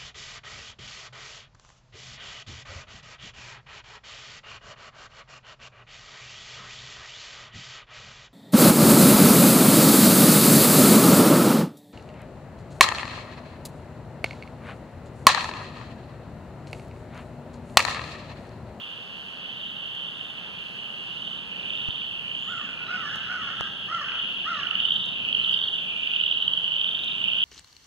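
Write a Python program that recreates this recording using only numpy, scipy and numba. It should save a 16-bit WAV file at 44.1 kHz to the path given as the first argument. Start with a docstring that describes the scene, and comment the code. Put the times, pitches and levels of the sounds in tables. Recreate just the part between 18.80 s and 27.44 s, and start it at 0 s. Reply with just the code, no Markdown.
"""A flooded wood: chorus frogs trill, each call a slowing train of short tonal pulses that mostly rises in pitch.
Far crows caw by harmonics through throat resonances, and a small bird peeps in gliding whistles.
Distant traffic hums as filtered noise, and the hand ticks on the phone as damped tone blips.
The phone makes its stereo from two ports, each minus a delayed share of the other."""
import sys
import numpy as np
from scipy import signal
from scipy.fft import rfft, irfft, next_fast_len
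from scipy.io import wavfile
from scipy.ndimage import uniform_filter1d
from numba import njit

SR = 44100
rng = np.random.default_rng(int(sys.argv[2]) if len(sys.argv) > 2 else 0)


def inscribe(sig):
    """Save sig as 16-bit PCM at rate SR to the path in sys.argv[1].

    A 1-D sig is mono; a 2-D sig holds one channel per row.
    Samples are clipped to [-1, 1] before scaling.
    """
    pcm = np.round(np.clip(np.atleast_2d(sig).T, -1, 1) * 32767)
    wavfile.write(sys.argv[1], SR, pcm.astype(np.int16))


N = 381024

# Spectra of air and far traffic at the ports: frequency_hz, shared_db_per_hz, opposed_db_per_hz
AIR_SPECTRA = [(30, -74.5, -95.5), (60.3, -70.5, -86), (109, -65, -84), (145, -66, -85), (183, -64, -83.5),
               (311, -77.5, -90), (560, -83, -93), (1100, -86.5, -88.5), (1620, -86, -79),
               (1950, -91.5, -85.5), (4900, -93, -99), (5850, -106, -104), (7350, -107, -110),
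               (10100, -113, -114), (15200, -120, -121)]
# Swell of the traffic bass, used relative to its mean: time_s, level_db
TRAFFIC_SWELL = [(0.0, -53.5), (3.7, -51.5), (5.0, -49.5), (5.3, -52), (6.5, -49), (7.2, -54.5),
                 (8.64, -51.5)]
# Massed far frogs, relative levels: time_s, level_db, centre_pitch_hz, highest_voices_db
CHORUS_COURSE = [(0.0, -37, 3040, -7.5), (0.26, -40.5, 3040, -19), (1.25, -36.5, 3100, -19),
                 (1.61, -39.5, 3020, -7.5), (2.21, -37, 3050, -21.5), (2.48, -40.5, 3040, -5),
                 (2.79, -36.5, 2970, -17), (3.01, -32, 3035, -11.5), (3.2, -36, 3110, -12.5),
                 (3.46, -36.5, 2970, -20.5), (3.7, -34.5, 3100, -15.5), (4.06, -38, 2920, -8.5),
                 (4.21, -38, 3084, -11), (4.52, -35.5, 2998, -14.5), (4.88, -35.5, 3100, -11),
                 (5.22, -39, 3040, -22.5), (5.41, -34, 3100, -18.5), (5.87, -37.5, 2940, -5),
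                 (6.04, -30.5, 3140, -19), (6.21, -34, 3130, -7.5), (6.47, -31, 2970, -24.5),
                 (6.74, -28, 3123, -18.5), (6.88, -36, 3115, -7), (7.12, -30.5, 2982, -22.5),
                 (7.51, -30.5, 3037, -9), (7.72, -36, 3100, -18.5), (7.92, -29.5, 3050, -22.5),
                 (8.11, -32, 3050, -13), (8.47, -30.5, 2990, -9.5), (8.64, -22.5, 3194, -31.5)]
# Partials of a frog pulse: multiple_of_pitch, level_db
FROG_PARTIALS = [(.5, -34), (1, 2), (1.5, -37), (2, -46)]
# The phone turns, shading its far port from the pond: time_s, left_port_level_db
PHONE_TURN = [(0, -2.5), (2.3, -2.5), (2.8, -3.5), (4, -2.5), (5.5, 6), (6.2, 1.5), (6.8, 0.5), (7.6, 1),
              (8.2, -2), (8.64, -1)]
# Bouts of small high frogs: start_s, length_s, first_hz, last_hz, relative_level_db
HIGH_FROG_BOUTS = [(0.0, 0.33, 3460, 3450, -43.5), (0.519, 0.47, 3280, 3790, -42.5),
                   (1.195, 0.34, 3450, 3530, -39.5), (2.199, 0.4, 3450, 3750, -43.5),
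                   (4.097, 0.4, 3450, 3850, -44.5), (5.444, 0.37, 3450, 3760, -42),
                   (7.151, 0.53, 3430, 3780, -36)]
# Rhythm of the nearer frogs: start_s, pulses, first_gap_ms, gap_growth_ms_per_pulse, longest_gap_ms,
# closing_gap_ms
CALL_RHYTHMS = [(0.6585, 8.0, 33.4, 3.82, 53.1, 49.9), (2.0698, 12.0, 34.8, 2.29, 46.5, 44.9),
                (2.2912, 7.0, 37.5, 6.3, 54.6, 57.4), (2.3087, 7.0, 36.8, 2.66, 44.1, 44.5),
                (2.7279, 14.0, 33.2, 3.16, 51.5, 49.0), (2.7493, 13.0, 24.3, 2.68, 48.9, 47.8),
                (2.7677, 10.0, 44.4, 1.5, 51.2, 55.9), (3.0848, 7.0, 43.0, 1.89, 46.4, 52.4),
                (3.3943, 10.0, 26.3, 2.62, 45.4, 45.4), (3.470, 6.0, 46.0, 5.5, 57.0, 56.0),
                (3.7799, 13.0, 35.4, 1.87, 47.1, 47.4), (4.145, 7.0, 32.0, 4.09, 51.2, 53.4),
                (4.8586, 14.0, 23.8, 3.6, 48.4, 51.3), (5.2873, 8.0, 32.5, 4.19, 53.8, 61.9),
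                (5.4675, 7.0, 33.0, 3.79, 41.8, 48.4), (5.7434, 11.0, 26.7, 3.45, 55.7, 54.9),
                (6.0014, 10.0, 27.1, 2.49, 44.4, 47.9), (6.0341, 5.0, 24.1, 5.05, 38.1, 36.9),
                (6.4503, 14.0, 38.1, 2.19, 57.8, 35.5), (6.6445, 6.0, 47.5, 1.0, 49.0, 49.2),
                (6.5505, 8.0, 48.3, 0.0, 48.3, 38.0), (6.6873, 6.0, 40.6, 6.15, 57.4, 55.2),
                (7.1642, 9.0, 33.3, 3.19, 55.3, 48.9), (7.3103, 12.0, 26.7, 3.61, 55.6, 40.4),
                (7.8436, 8.0, 36.4, 4.29, 55.9, 55.8), (7.9364, 12.0, 23.0, 2.59, 44.4, 37.4),
                (8.2685, 10.0, 26.4, 1.5, 34.0, 29.0), (8.4035, 5.0, 38.5, 5.0, 48.5, 51.0),
                (7.931, 6.0, 29.5, 8.0, 46.0, 60.0)]
# Row for row, their voices before scatter and limits: first_hz, last_hz, first_db, last_db,
# middle_swell_db, pulse_width_ms
CALL_VOICES = [(3100.0, 3060, -23, -31, 1.5, 5.1), (2810, 2980, -28, -26, 0.5, 7.4),
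               (2920, 3070, -24, -22, 3, 4.3), (2820, 3080, -27, -25, 1.5, 4.7),
               (2880, 3120, -22, -24, 3.5, 3.7), (3420, 3640, -36, -33.5, 8.5, 2.9),
               (2900, 3220, -20, -22.5, 6.5, 2.6), (2730, 2800, -22, -24, 3, 3),
               (2840, 3280, -24.5, -24.5, 7, 3.3), (2860, 2900, -27, -31.5, 12.5, 2.6),
               (2780.0, 2990, -18.5, -21.5, 0, 2.9), (2800, 3020, -22, -18, -8, 6),
               (2970.0, 3220, -41, -20, 4, 4.2), (2640, 2850, -17.5, -12.5, -0.5, 1.7),
               (2970.0, 1700, -30, -23.5, 1.5, 2.7), (2800, 3120, -19, -7, 3.5, 3.6),
               (3570, 3740, -31, -25.5, 3.5, 3.6), (2970, 3190, -15.5, -11, 2, 2.1),
               (2960, 3090.0, -11.5, -23.5, 5.5, 2), (3450, 3750, -19.5, -31, 2.5, 4.6),
               (3040.0, 3280, -7.5, -15, -2, 4.9), (3020, 3100, -17, -15, 4.5, 4.9),
               (2920, 3244, -14.5, -10, 2.5, 3.3), (2770, 3137, -11.5, -8.5, 2, 3.6),
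               (2940.0, 3110, -10, -18, 2.5, 4), (3460, 3720, -29, -21.5, 4.5, 3.3),
               (2730, 3140, -24, -14, 4, 3.5), (2920.0, 3100, -13, -12, 2.5, 3.6),
               (3050, 3240, -20, -15.5, 4, 4.2)]
# Finger ticks on the case, levels before each part's lift: time_s, click_db, knock_db, thump_db
FINGER_TICKS = [(0.68, -56, -58, -52), (1.149, -45, -55, -60), (3.0856, -62, -35, -30.5),
                (4.356, -36, -33, -61), (4.807, -39, -21.5, -38), (5.4194, -51, -53, -55),
                (6.1394, -44, -42, -62), (6.2572, -41, -40, -58), (6.2862, -48, -50, -54),
                (6.7103, -40, -46, -73), (7.623, -48, -59, -58), (7.678, -49, -58, -63),
                (7.733, -48, -56, -60), (8.2428, -39, -53, -55), (8.5705, -48, -46, -61)]
# Small-bird whistles: start_s, length_s, first_hz, middle_hz, last_hz, peak_db, octave_relative_db
BIRD_PEEPS = [(3.565, 0.38, 6680, 7140, 7130, -67, -42), (4.045, 0.082, 3750, 4000, 3800, -53.5, -32),
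              (4.062, 0.17, 2780, 2460, 2380, -46, -16), (6.607, 0.054, 3900, 4160, 3800, -49.5, -16.5),
              (6.65, 0.15, 2600, 2530, 2340, -55, -34), (6.677, 0.12, 9030, 8350, 8150, -69.5, -40),
              (6.712, 0.057, 4750, 4820, 4700, -52, -36), (6.805, 0.082, 4650, 4320, 4370, -55, -45)]
# Crow caws, relative levels: start_s, length_s, crest_held_s, first_hz, crest_hz, lowest_hz,
# sag_hz_per_s, crest_db, tail_relative_db
CROW_CAWS = [(3.658, 0.27, 0.016, 509, 722.5, 477, 1397, -35, -12),
             (3.956, 0.25, 0.051, 695, 717, 700, 1200, -45, -6),
             (4.06, 0.494, 0.033, 525.4, 735, 508, 1623, -31.5, -12),
             (4.23, 0.16, 0.074, 758, 835, 745, 1190, -39, -4),
             (4.465, 0.29, 0.022, 589, 754, 560, 2198, -30.5, -16),
             (4.6, 0.3, 0.06, 656.6, 701, 633, 400, -41.5, -5),
             (4.737, 0.163, 0.032, 765, 834, 760, 900, -42.5, -3),
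             (5.074, 0.32, 0.012, 540.6, 682, 524, 1525, -29, -12.5),
             (5.638, 0.32, 0.01, 515, 687.7, 453, 1350, -27, -14.5),
             (6.577, 0.38, 0.019, 563, 674, 540, 1193, -48.5, -10)]
# Resonances of the crow's throat: frequency_hz, width_hz, level_db
THROAT_RESONANCES = [(700, 280, -23.5), (1370, 347, -0.5), (1676, 260, -13), (1875, 166, -8.5),
                     (2130, 340, -15.5), (5170, 3400, -29)]
# Share of the opposite port that is subtracted: frequency_hz, share_0_to_1
PORT_SHARE = [(300, .92), (1250, .83), (2500, .68), (5200, .68), (7000, .88)]

BOUT_GAP_S, BOUT_WIDTH_MS = .011, 3.8  # median gap, pulse width
BOUT_SWELL_DB, BOUT_SCATTER_DB, BOUT_SCATTER_HZ = 2, 2, 80
LENGTHEN, CLOSING_DB = 0.61, -2.5  # last pulses of a call are longer, the closing one softer
SCATTER_DB, SCATTER_HZ = 1.3, 45  # no two pulses are alike
LOWEST_HZ = 2700  # floor of a near call's pitch, before scatter
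PEAK_AT, PEEP_IN_DB, PEEP_OUT_DB = .42, -7.5, -11  # peak as share of length; levels of the ends
ONSET_DB, RISE_S, SINK_S = -21, .062, 0.079  # a caw's start below its crest, climb, sinking time constant
RELEASE_S, RELEASE_DB = 0.045, -3
RASP_HZ, RASP_SWING = 62, .5  # mean rate of throat pulsing; peak-to-peak swing at a caw's start
CLEAR, HOARSER = .6, 1.6  # a caw starts nearly clean and wavers more towards its end
PORT_LAG, TOP_HZ = 17.25, 15400  # samples; cutoff


def undb(db):
    """Decibels are logarithmic: 20 dB is a factor of ten in amplitude."""
    return 10 ** (np.asarray(db) / 20)


def curve(rows):
    """Linear interpolation joins a table's columns, one value per sample."""
    s, *cols = np.transpose(rows)
    return [np.interp(np.arange(N) / SR, s, c) for c in cols]


def shape(x, response):
    """Linear filtering: multiply the spectrum by a response given as a function of frequency."""
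    size = next_fast_len(N + SR)
    hz = np.fft.rfftfreq(size, 1 / SR) + 1e-3
    return irfft(rfft(x, size) * response(hz), size)[..., :N]


def delay(x, lag):
    """A delay in samples is a phase shift proportional to frequency."""
    return shape(x, lambda hz: np.exp(-2j * np.pi * hz * lag / SR))


def walk(rate):
    """Low-pass randomness: levels held 1 / rate s and slewed twice, with a spread near 1."""
    k = int(SR / rate)
    held = np.repeat(rng.standard_normal(N // k + 1), k)
    return 1.3 * uniform_filter1d(uniform_filter1d(held, k), k)[:N]


def tail_noise(length, t60):
    """Diffuse reverberation: independent noise at each port decays 60 dB in t60 seconds."""
    t = np.arange(length) / SR
    return rng.standard_normal((2, length)) * np.exp(-np.log(1000) * t / t60)


def reverberate(x, tails):
    """Convolution spreads a source over its tails, scaled to unit energy at the first port."""
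    return signal.fftconvolve(x[None], tails / np.sqrt(np.sum(tails[0] ** 2)), axes=1)[:, :N]


def place(x, left_db, left_lag, wet_db, t60):
    """Level and time differences between two ports; trunks scatter a separate tail to each."""
    tails = tail_noise(SR // 2, t60) * (np.arange(SR // 2) / SR > .006)
    direct = np.array([delay(x, left_lag), x])
    return (direct + undb(wet_db) * reverberate(x, tails)) * undb([[left_db], [0]])


@njit
def blips(n, sr, rows, partials, skew, glide):
    """Damped oscillation: tones (time_s, gain, pitch_hz, half-level width_s, phase) swell, die and may sag."""
    out = np.zeros(n)
    for t, gain, hz, width, phase in rows:
        centre, span = t * sr, int(2.5 * width * sr)
        for i in range(max(int(centre) - span // 2, 0), min(int(centre) + span, n)):
            u = (i - centre) / sr
            side = width * (skew if u < 0 else 1 - skew)
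            envelope = gain * np.exp(-np.log(2.) * (u / side) ** 2)
            turn = 2 * np.pi * hz * u * (1 - glide * u / width) + phase
            for multiple, level in partials:
                out[i] += envelope * level * np.sin(multiple * turn)
    return out


def pulses(s, db, hz, ms, shortest_ms=2.3):
    """Resonator ringing: the vocal sac colours every pulse and never rings shorter than a few cycles."""
    phase = rng.random((len(s), 1)) * 4 * np.pi  # two turns, since one partial is at half pitch
    rows = np.column_stack([s, undb(db), hz, np.maximum(ms, shortest_ms) / 1000, phase])
    partials = np.array([(multiple, undb(level_db)) for multiple, level_db in FROG_PARTIALS])
    return blips(N, float(SR), rows, partials, .4, 0.041)


def phrase(rows):
    """Frequency modulation: samples, pitch and gain of one call, with rounded glides and soft ends."""
    s, hz, db = np.transpose(rows)
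    at = np.arange(int(s[0] * SR), int(s[-1] * SR))
    t = at / SR
    ends = np.clip(np.minimum(t - s[0], s[-1] - t) / 0.0022, 0, 1)
    pitch = uniform_filter1d(np.interp(t, s, hz), SR // 50, mode="nearest")
    return at, pitch, undb(np.interp(t, s, db)) * ends


def air():
    """Band-filtered noise: octaves flicker alone; the bass swells with the traffic, which lies to the left."""
    hz, *parts = np.transpose(AIR_SPECTRA)

    def coloured(db):
        response = lambda f: undb(np.interp(np.log(f), np.log(hz), db, left=-140)) * np.sqrt(SR / 2)
        return shape(rng.standard_normal(N), response)

    pair = np.array([coloured(db) for db in parts])
    swell_db, out = curve(TRAFFIC_SWELL)[0], 0
    for centre in 32 * 2. ** np.arange(10):
        band = shape(pair, lambda f: np.cos(np.pi / 2 * np.clip(np.log2(f / centre), -1, 1)) ** 2)
        out = out + band * undb(walk(7) + (swell_db - swell_db.mean()) * (centre < 400))
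    shared, opposed = out

    # only the engine drone keeps one direction at both ports
    def lead(f):
        return np.exp(2j * np.pi * f * 7.4 / SR / (1 + (f / 450) ** 2) / (1 + (110 / f) ** 4))

    return np.array([shape(shared, lead) + opposed, shared - opposed])


def chorus(count=90, beats=20):
    """Incoherent summation: many far frogs repeat slowing, rising calls; groups sit in different directions."""
    db, centre_hz, high_db = curve(CHORUS_COURSE)
    out, k = 0, np.arange(beats)
    for group_db, lag in [(-2, 0.34), (-2.5, 0.6), (-13.5, 1.8)]:
        rows = []
        # voices spread from low to high; the extreme ones are softer
        spread = np.linspace(-1.3, 3.2, count // 3)
        for pitch, (size, tempo, start) in zip(spread, rng.standard_normal((count // 3, 3))):
            gaps = .021 * (1 + .1 * tempo) * 1.045 ** k
            period = gaps.sum() + .45
            for t0 in np.arange(-period * (abs(start) * 7 % 1), N / SR, period):
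                s = t0 + np.cumsum(gaps)
                voice_db = 0.26 * size - 2.2 * pitch ** 2 + 7 * np.sqrt(k / beats)
                ratio = 0.9494 + .07 * pitch + 0.043 * (k / beats - .5)
                rows.append([s, voice_db, ratio, 3.46 + 0.14 * k / beats])
        s, gain_db, ratio, ms = np.concatenate(rows, axis=1)
        at = np.clip((s * SR).astype(int), 0, N - 1)
        hz = ratio * centre_hz[at]
        # the small high-voiced frogs join in and drop out together
        gain_db += 1.7 * (high_db[at] - high_db.mean()) * np.clip((ratio - 1.04) / 0.18, 0, 1)
        # the deepest voices drop out while the crowd's pitch is high
        gain_db -= 0.064 * (centre_hz[at] - centre_hz.mean()) * np.clip((.94 - ratio) / 0.045, 0, 1)
        out = out + place(pulses(s, gain_db, hz, ms), group_db, lag, -0.5, 0.55)
    # the crowd as a whole follows its level curve; its loudness flickers irregularly
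    running_rms = np.sqrt(uniform_filter1d(out[1] ** 2, SR // 4))
    return out / running_rms * undb(db + 3.0 + 0.95 * walk(25))


def bouts():
    """Temporal fusion: overlapping trills blur into a dense patter that swells while its pitch glides."""
    rows = []
    for t0, length, hz0, hz1, db in HIGH_FROG_BOUTS:
        chance = rng.standard_normal((80, 3)).T
        s = np.cumsum(BOUT_GAP_S * np.exp(.5 * chance[0]))
        u = s / length
        level_db = db + BOUT_SWELL_DB * np.sin(.8 * np.pi * u) + BOUT_SCATTER_DB * chance[1]
        hz = hz0 + (hz1 - hz0) * u + BOUT_SCATTER_HZ * chance[2]
        rows.append(np.array([t0 + s, level_db, hz, BOUT_WIDTH_MS + 0 * s])[:, u < 1])
    return rows


def frogs():
    """Pulse-train rhythm: gaps grow to a limit, pitch glides with slight scatter, level arches mid-call."""
    rows = []
    for rhythm, voice in zip(CALL_RHYTHMS, CALL_VOICES):
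        t0, count, gap_ms, growth_ms, top_ms, closing_ms = rhythm
        hz0, hz1, db0, db1, arch_db, ms = voice
        k = np.arange(round(count))
        gaps = np.minimum(gap_ms + growth_ms * k[:-1], top_ms)
        gaps[-1] = closing_ms
        u, chance = k / k[-1], rng.standard_normal((20, 2))[k].T
        s = t0 + np.r_[0, np.cumsum(gaps)] / 1000
        # the level swells or dips mid-call
        db = db0 + (db1 - db0) * u + arch_db * np.sin(np.pi * u)
        db = db + CLOSING_DB * (u == 1) + SCATTER_DB * chance[0]
        hz = np.maximum(hz0 + (hz1 - hz0) * u, LOWEST_HZ) + SCATTER_HZ * chance[1]
        rows.append([s, db, hz, ms * (1 + LENGTHEN * u ** 4)])
    calls = pulses(*np.concatenate(rows + bouts(), axis=1))
    return undb(-5.0) * place(calls, -8.5, 0.85, -6.0, 0.91)


def ticks(rattle_db=-3, rattle_s=.04):
    """Impact excitation: a click that rattles briefly, a short knock and a thump of the case."""
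    s, *levels = np.transpose(FINGER_TICKS)
    one = np.array([(1., 0.9)])  # a single partial
    parts = [(6068, 0.000098, 0.5), (492, 0.00024, 1.6), (90.2, 0.0076, 4.1)]  # pitch_hz, width_s, lift_db

    def struck(hz, width, db):
        rows = np.column_stack([s + .002, undb(db), hz + 0 * s, width + 0 * s, 1.476 + 0 * s])
        return blips(N, float(SR), rows, one, 0.18, 0.)

    click, knock, thump = (struck(hz, w, db + lift_db) for (hz, w, lift_db), db in zip(parts, levels))
    rattle = reverberate(click, tail_noise(SR // 10, rattle_s))
    x = click + knock + thump
    return np.array([undb(8.5) * delay(x, 7.4), x]) + undb(rattle_db) * rattle


def peep(t0, length, first_hz, middle_hz, last_hz, peak_db):
    """Pitch glide under an envelope: a whistle swells to its middle note and fades."""
    return [(t0, first_hz, peak_db + PEEP_IN_DB), (t0 + PEAK_AT * length, middle_hz, peak_db),
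            (t0 + length, last_hz, peak_db + PEEP_OUT_DB)]


def bird():
    """Near-sinusoidal whistling: thin, slightly hoarse notes with an octave of varying strength."""
    out, hoarse = np.zeros(N), walk(160)
    for *row, octave_db in BIRD_PEEPS:
        at, hz, gain = phrase(peep(*row))
        phase = 2 * np.pi * np.cumsum(hz * (1 + .012 * hoarse[at])) / SR
        tone = np.sin(phase) + undb(octave_db) * np.sin(2 * phase)
        out[at] += gain * (1 + .35 * hoarse[at + 900]) * tone  # level wavers apart from pitch
    return place(out, 8.0, 1.7, -3, 0.25)


def caw(t0, length, held, first_hz, crest_hz, low_hz, sag_hz_per_s, crest_db, tail_db):
    """Pitch contour: pitch and level climb to a crest; pitch then sags steadily, level sinks to a tail."""
    u = np.linspace(0, length, num=40)
    climb = np.sin(np.pi / 2 * np.clip(u / RISE_S, 0, 1))
    after = np.maximum(u - RISE_S - held, 0)
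    hz = first_hz + (crest_hz - first_hz) * climb - np.minimum(sag_hz_per_s * after, crest_hz - low_hz)
    onset_db = ONSET_DB * np.clip(1 - u / RISE_S, 0, 1) ** 2
    sink_db = tail_db * (1 - np.exp(-after / SINK_S))
    release_db = RELEASE_DB * np.clip(1 - (length - u) / RELEASE_S, 0, 1)
    return np.column_stack([t0 + u, hz, crest_db + onset_db + sink_db + release_db])


def throat(hz):
    """Formant resonance: the throat's gain is a sum of peaks over frequency."""
    return sum(undb(db) / (1 + (2 * (hz - f) / width) ** 4) for f, width, db in THROAT_RESONANCES)


def crows(rough=0.4, echo_s=.17, echo_db=-14, breath_db=-10):
    """Source and filter: throat-weighted harmonics, harsh with fast flutter; the far bank answers."""
    out, effort = np.zeros(N), np.zeros(N)
    waver, flutter = 1 + .02 * walk(170), rough * walk(200)
    # the throat pulses at a slightly unsteady rate
    rasp = np.sin(2 * np.pi * np.cumsum(RASP_HZ * (1 + 0.17 * walk(30))) / SR)
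    flutter = flutter + RASP_SWING / CLEAR * rasp / 2
    for row in CROW_CAWS:
        at, hz, gain = phrase(caw(*row))
        hoarseness = np.linspace(CLEAR, 1 + HOARSER, num=len(at))
        phase = 2 * np.pi * np.cumsum(hz * waver[at] ** hoarseness) / SR
        weights = [throat(k * hz) for k in range(1, 12)]
        tone = sum(a * np.sin(k * phase) for k, a in enumerate(weights, 1))
        tone = tone / np.sqrt(sum(a ** 2 for a in weights) / 2)
        out[at] += gain * tone * (1 + flutter[at] * np.linspace(CLEAR, 1, num=len(at)))
        effort[at] += gain
    # air rushes through the same throat
    air_rush = shape(rng.standard_normal(N), throat)
    out = out + undb(breath_db) * effort * air_rush / air_rush.std()
    out = out + undb(echo_db) * delay(out, echo_s * SR)
    return undb(-3.0) * place(out, -6.5, -3.5, -3, 1.0)


def scene():
    """Superposition: pressures of all sources add at the ports; the turning phone shades the pond."""
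    pond = chorus() + frogs()
    pond[0] *= undb(curve(PHONE_TURN)[0])
    return air() + pond + ticks() + bird() + crows()


def record(dry):
    """Pressure-gradient stereo: each port minus a delayed share of the other; then the top is cut."""
    hz, share = np.transpose(PORT_SHARE)

    def leak(f):
        return np.interp(np.log(f), np.log(hz), share) * np.exp(-2j * np.pi * f * PORT_LAG / SR)

    top_cut = signal.ellip(10, .2, 70, TOP_HZ, fs=SR, output="sos")
    return signal.sosfilt(top_cut, dry - shape(dry[::-1], leak))


dry = scene()
out = record(dry)
inscribe(out)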